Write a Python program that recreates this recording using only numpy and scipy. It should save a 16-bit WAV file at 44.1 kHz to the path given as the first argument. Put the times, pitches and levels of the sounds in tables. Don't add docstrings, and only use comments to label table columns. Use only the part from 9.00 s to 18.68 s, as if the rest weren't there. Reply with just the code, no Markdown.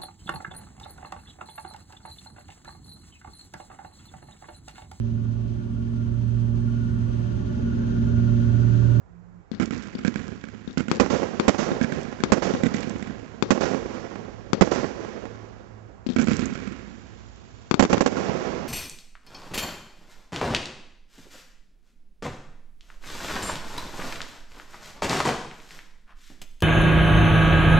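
import sys
import numpy as np
from scipy import signal
from scipy.fft import rfft, irfft, next_fast_len
from scipy.io import wavfile

SR = 44100
rng = np.random.default_rng(int(sys.argv[2]) if len(sys.argv) > 2 else 0)


def generate_wav(sig):
    pcm = np.round(np.clip(np.atleast_2d(sig).T, -1, 1) * 32767).astype(np.int16)
    wavfile.write(sys.argv[1], SR, pcm)


N = 426888
TIME = np.arange(N) / SR
TREBLE_HZ = 1370

# left t/s, right t/s, left level/dB, right level/dB, near scatter/dB, far scatter/dB
LAUNCH_CUES = [(0.5154, 0.599, -3.5, -3, 3.5, 4), (0.952, 1.0487, -4.5, -2.5, 1.5, 0.5),
               (1.6762, 1.774, -5.5, -2.5, 2, -7.5), (2.7175, 2.8126, -2.5, -1.5, 1.5, 4),
               (3.5378, 3.635, 1, 1.5, 5.5, 4.5), (7.0648, 7.1627, -1, 0, -4, 1),
               (7.068, 7.1657, -5, -5, -8, 1.5), (7.089, 7.1853, -1, -4, 3, -4),
               (7.101, 7.198, -2, -6.5, 3.5, 7), (7.185, 7.2842, -6, 0.5, 3, -9)]
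# the same six columns, then wall slap level/dB, slap offset/s
BURST_CUES = [(1.9144, 1.9987, -5, -0.5, 0, 3.5, 2.5, -0.0021),
              (2.398, 2.4807, -5, 2.5, 0, 2, -1.5, 0.00031), (3.2368, 3.3204, -3.5, 1, 0, 2, -2, -0.0053),
              (4.4248, 4.506, -5, 0, 0.5, 3, 1.5, 0.0054), (5.532, 5.6103, -3.5, 1, 0, 1.5, 0, -0.0017),
              (8.7119, 8.7948, -3, 5.5, -4, 3.5, -13.5, 0), (8.7418, 8.8254, -5.5, -0.5, -11, 7, -14, 0),
              (8.8510, 8.9306, -10.5, -1, -18.5, 1.5, -11.5, 0.017),
              (8.929, 9.008, -10.5, -2.5, -11.5, 4, -10, 0.0039),
              (8.9803, 9.0619, -13, -4, -7.5, -3, 1, -.001)]


def shell(mic, push_s=0.00074, blast_db=(6, 8), low_cut_hz=200, body_hz=290, body_db=(-16, -7),
          body_s=0.0014, tear_db=-14, tear_s=0.0029):
    t = TIME[:2048]
    blast = butter((1 - t / push_s) * np.exp(-t / push_s), low_cut_hz, "high")
    body = np.cos(2 * np.pi * body_hz * t) * np.exp(-t / body_s) * (1 - np.exp(-t / push_s))
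    tear = rng.standard_normal(len(t)) * np.exp(-t / tear_s)
    return undb(blast_db[mic]) * blast + undb(body_db[mic]) * body + undb(tear_db) * tear


def shell_cracks(mic):
    # delay/s, level/dB, treble/dB
    paths = [
        [(0, 5.5, -41), (.0009, 1, -3), (.0065, -21.5, -4.5), (.2095, -18, -20), (.415, -34, -15.5),
         (.825, -25, -15)],
        [(0, 3, 1.5), (.0036, 2.5, -17), (.0105, -20, 4.5), (.0143, -4, -13.5), (.150, -12.5, -27),
         (.440, -27, -9)],
    ]
    # delay/s, swell/s, level/dB, t60/s, treble/dB
    belts = [
        [(0, 0.0052, -21.5, 0.21, -9.5), (.02, 0.033, -21, 0.33, -11), (.15, 0.032, -37.5, 2.6, -7)],
        [(0, 0.0012, -2.5, 0.088, -4), (.02, .02, -20, .4, -0.5), (.098, 0.004, -15.5, 0.93, -1),
         (.3, 0.087, -29, 2.7, 1.5)],
    ]
    # f/Hz, level/dB
    tail_eq = [(25, -25.5), (60, -11.5), (120, -10.5), (200, 0.5), (330, 0.5), (550, -1), (900, -10),
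               (1500, -12.5), (2500, -18.5), (3600, -19.5), (6000, -19.5), (8000, -31.5)]
    return reports(BURST_CUES, mic, shell, paths, belts, tail_eq, grain_db=1.0, clump_db=4.2)


def mortar(mic, tube_hz=224, ring_s=0.0049, rise_s=0.0011, thump_db=-11.0,
           overtone_hz=490, overtone_db=-34, spit_db=-28, spit_s=0.004):
    # f/Hz, level/dB
    spit_eq = [
        [(300, -13), (900, -8.5), (1300, -18), (1650, -9.5), (2200, -6), (3300, -3), (4200, 1.5), (5600, -9.5),
         (7500, -11)],
        [(300, -19), (1150, -17), (1580, 6.5), (1950, -16.5), (2400, -1.5), (2850, -12.5), (3400, -11.5),
         (4200, -17), (7500, -23)],
    ]
    t = TIME[:2048]
    decay = np.exp(-t / ring_s)
    ring = np.cos(2 * np.pi * tube_hz * t) * decay * (1 - .7 * np.exp(-t / rise_s))
    overtone = np.sin(2 * np.pi * overtone_hz * t) * decay
    detune = np.exp(.13 * rng.standard_normal())
    puff = rng.standard_normal(len(t)) * np.exp(-(t / spit_s) ** 2)
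    spit = colour(puff, np.array(spit_eq[mic]) * [detune, 1])
    return undb(thump_db) * ring + undb(overtone_db) * overtone + undb(spit_db) * spit


def mortar_thumps(mic):
    # delay/s, level/dB, treble/dB
    paths = [
        [(0, 2.5, -8.5), (.0326, -8, -0.5), (.2199, -8, -3.5), (.4249, -14, -15)],
        [(0, 9, 1.5), (.012, -0.5, -17.5), (.0245, -8, 14), (.031, 8, -1), (.109, 2.5, 5.5), (.2385, -6, -15),
         (.2706, -6, -2.5), (.3906, -4.5, 6), (.437, -13, 9)],
    ]
    # delay/s, swell/s, level/dB, t60/s, treble/dB
    belts = [
        [(0, .01, -36, 0.5, -5), (.15, .2, -46.5, 2.1, -4.5)],
        [(0, 0.0043, -25, 0.41, -2.5), (.1, 0.019, -30, 1.3, 3), (.33, .08, -37, 1.95, 4)],
    ]
    # f/Hz, level/dB
    tail_eq = [(25, -26), (70, -7.5), (130, -10.5), (200, -0.5), (290, -2.5), (420, -11), (800, -23.5),
               (1600, -18.5), (2500, -24.5), (3600, -27), (6000, -31), (8000, -39)]
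    return reports(LAUNCH_CUES, mic, mortar, paths, belts, tail_eq, grain_db=4.0, clump_db=3.5)


def reports(cues, mic, source, paths, belts, tail_eq, grain_db, clump_db,
            far_s=0.44, air_s=0.36, air_hz=2500):
    clear, scatter = np.zeros(N), np.zeros(N)
    t = TIME[:2 * SR]
    low_gain, treble_gain = roll(t, belts[mic])
    for cue in cues:
        onset, db, near_far_db = cue[mic], cue[2 + mic], cue[4:6]
        pulse = source(mic)
        for delay, path_db, treble_db in paths[mic]:
            add(clear, onset + delay, undb(db + path_db) * shelf(pulse, treble_db))
        grain = rng.standard_normal(len(t)) * flicker(t, 900, grain_db)
        low = butter(grain, TREBLE_HZ, "low", order=1)
        echoes = low_gain * low * flicker(t, 90.15, clump_db) + treble_gain * (grain - low)
        dull = butter(echoes, air_hz, "low", order=1)
        tail = dull + (echoes - dull) * np.exp(-t / air_s)
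        add(scatter, onset, undb(np.interp(t, [far_s / 2, far_s], near_far_db)) * tail)
    return clear + colour(scatter, tail_eq)


def roll(t, belts):
    low_power, treble_power = 0, 0
    for delay, swell_s, db, t60, treble_db in belts:
        age = np.maximum(t - delay, 0)
        gain = (1 - np.exp(-(age / swell_s) ** 2)) * undb(db - 60 * age / t60)
        low_power += gain ** 2
        treble_power += (gain * undb(treble_db)) ** 2
    return np.sqrt(low_power), np.sqrt(treble_power)


def wall_slaps(bounce_s=.0036, bounce_db=-5, trim_db=-2):
    # delay/s, level/dB, low-pass f/Hz
    walls = [(0.0658, -8, 800), (0.11, -6, 800), (0.2241, -8.5, 500), (.235, -6, 600), (.439, -19, 700),
             (.646, -18, 1800)]
    out = np.zeros(N)
    for _, onset, _, burst_db, _, _, slap_db, offset_s in BURST_CUES:
        blast = undb(burst_db + slap_db + trim_db) * shell(mic=1)
        for delay, db, hz in walls:
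            knock = undb(db) * butter(blast, hz, "low", order=1)
            arrival = onset + delay + offset_s
            add(out, arrival, knock)
            add(out, arrival + bounce_s, undb(bounce_db) * knock)
    return out


def fence_snaps(mic, count=14, snap_db=(-38, -21), spread_db=5, span_s=.6, t60=1.27,
                low_hz=2000, high_hz=7000, width_hz=2000, snap_s=.0024):
    out, t = np.zeros(N), TIME[:512]
    for launch in LAUNCH_CUES:
        noise = unit(butter(rng.standard_normal((count, len(t))), width_hz / 2, "low", order=1))
        spits = noise * np.exp(-(t / snap_s) ** 2)
        for spit, (distance, pitch, size) in zip(spits, rng.random((count, 3))):
            delay = distance * span_s
            hz = low_hz + pitch * (high_hz - low_hz)
            db = launch[2 + mic] + snap_db[mic] + spread_db * (2 * size - 1) - 60 * delay / t60
            add(out, launch[mic] + delay, undb(db) * spit * np.cos(2 * np.pi * hz * t))
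    return out


def comets(mic, hiss_db=-62, burn_s=2.3, swell_db_per_s=0.5):
    # f/Hz, level/dB
    fizz_eq = [(200, -5), (700, -0.5), (1600, 12.5), (3500, 14.5), (6000, 9), (7300, 9), (8000, -19)]
    power = 0
    for launch in LAUNCH_CUES:
        age = np.maximum(TIME - launch[mic], 0)
        alight = np.interp(age, [0, .1, burn_s - .2, burn_s], [0, 1, 1, 0])
        power += alight * undb(swell_db_per_s * age) ** 2
    fizz = rng.standard_normal(N) * flicker(TIME, 460, 2.2)
    return undb(hiss_db) * np.sqrt(power) * colour(fizz, fizz_eq)


def night(rumble_db=-46.5, linger_db=-47.5, linger_swell_s=1.3, linger_t60=8,
          drone_db=-47, drone_at_s=0.237, drone_spread_s=0.18, opening_db=-6, opening_s=3.5):
    # f/Hz, level/dB
    rumble_eq = [(20, -13.5), (55, -4.5), (85, -6), (140, -15.5), (200, -11.5), (400, -16.5), (800, -18.5),
                 (1500, -24), (3000, -41), (8000, -45.5)]
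    # f/Hz, width/Hz, level/dB
    hum_bands = [(58.7, 17, -53), (107.5, 9.2, -48.5)]
    linger, _ = roll(TIME, [(burst[0], linger_swell_s, linger_db, linger_t60, 0) for burst in BURST_CUES])
    rumble = np.hypot(undb(rumble_db), linger) * colour(rng.standard_normal(N), rumble_eq)
    hum = sum(undb(db) * wavering_tone(hz, width) for hz, width, db in hum_bands)
    drone_gate = np.exp(-((TIME - drone_at_s) / drone_spread_s) ** 4)
    drone = undb(drone_db) * drone_gate * wavering_tone(hz=175, width_hz=8.6)
    fade_in = undb(np.interp(TIME, [0, opening_s], [opening_db, 0]))
    return fade_in * (rumble + hum) + drone


def wavering_tone(hz, width_hz):
    size = next_fast_len(N)
    f = np.fft.rfftfreq(size, 1 / SR)
    band = rfft(rng.standard_normal(size)) / (1 + (2 * (f - hz) / width_hz) ** 2)
    return unit(irfft(band)[:N])


def flicker(t, rate_hz, depth_db):
    steps = rng.standard_normal(len(t))
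    return unit(undb(depth_db * np.interp(t * rate_hz, np.arange(len(t)), steps)))


def notches(x, spacing_hz=300, depth=0.65, feedback=0.68):
    gap = np.zeros(SR // spacing_hz - 1)
    comb = signal.lfilter([1 - feedback], np.r_[1, gap, -feedback], x)
    gain_between_notches = 1 - depth * (1 - feedback) / (1 + feedback)
    return (x - depth * comb) / gain_between_notches


def response(eq, size=4096):
    hz, db = np.transpose(eq)
    gain = undb(np.interp(np.log(np.fft.rfftfreq(size, 1 / SR) + 1), np.log(hz), db))
    cepstrum = irfft(np.log(gain))
    cepstrum[1:size // 2] *= 2
    cepstrum[size // 2 + 1:] = 0
    return irfft(np.exp(rfft(cepstrum)))


def colour(x, eq):
    impulse = response(eq)
    return signal.oaconvolve(x, impulse / np.linalg.norm(impulse))[:len(x)]


def shelf(x, treble_db):
    low = butter(x, TREBLE_HZ, "low", order=1)
    return low + undb(treble_db) * (x - low)


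def butter(x, hz, kind, order=2):
    return signal.sosfilt(signal.butter(order, hz, kind, fs=SR, output="sos"), x)


def add(track, at_s, sound):
    i = min(max(int(round(at_s * SR)), 0), N)
    track[i:i + len(sound)] += sound[:N - i]


def undb(db):
    return 10 ** (np.asarray(db) / 20)


def unit(x):
    return x / np.sqrt(np.mean(x ** 2))


def scene(bed_db=(-10, 0)):
    # f/Hz, level/dB
    place_eq = [
        [(30, -0.56), (100, 1.1), (200, 1.8), (400, 2.7), (650, -2), (1300, -0.091), (2400, 0.19), (4400, 3),
         (7500, -0.95)],
        [(30, -2.4), (100, 3), (200, 2), (400, 0.55), (650, -0.16), (1300, -0.5), (2400, 0.5), (4000, -4.5),
         (7500, 2)],
    ]
    channels = []
    for mic, slaps in enumerate([0, wall_slaps()]):
        shots = mortar_thumps(mic) + shell_cracks(mic)
        bed = undb(bed_db[mic]) * (night() + comets(mic))
        mix = shots + slaps + fence_snaps(mic) + bed
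        channels.append(signal.oaconvolve(mix, response(place_eq[mic]))[:N])
    return np.array(channels)


def record(dry, ceiling=0.67, leak_db=-26, leak_hz=2700, top_hz=7660):
    notched = notches(dry)
    clipped = notched / (1 + (notched / ceiling) ** 4) ** (1 / 4)
    leaked = clipped + undb(leak_db) * butter(clipped[::-1], leak_hz, "high")
    return signal.sosfilt(signal.ellip(10, .2, 70, top_hz, fs=SR, output="sos"), leaked)


dry = scene()
out = record(dry)
generate_wav(out)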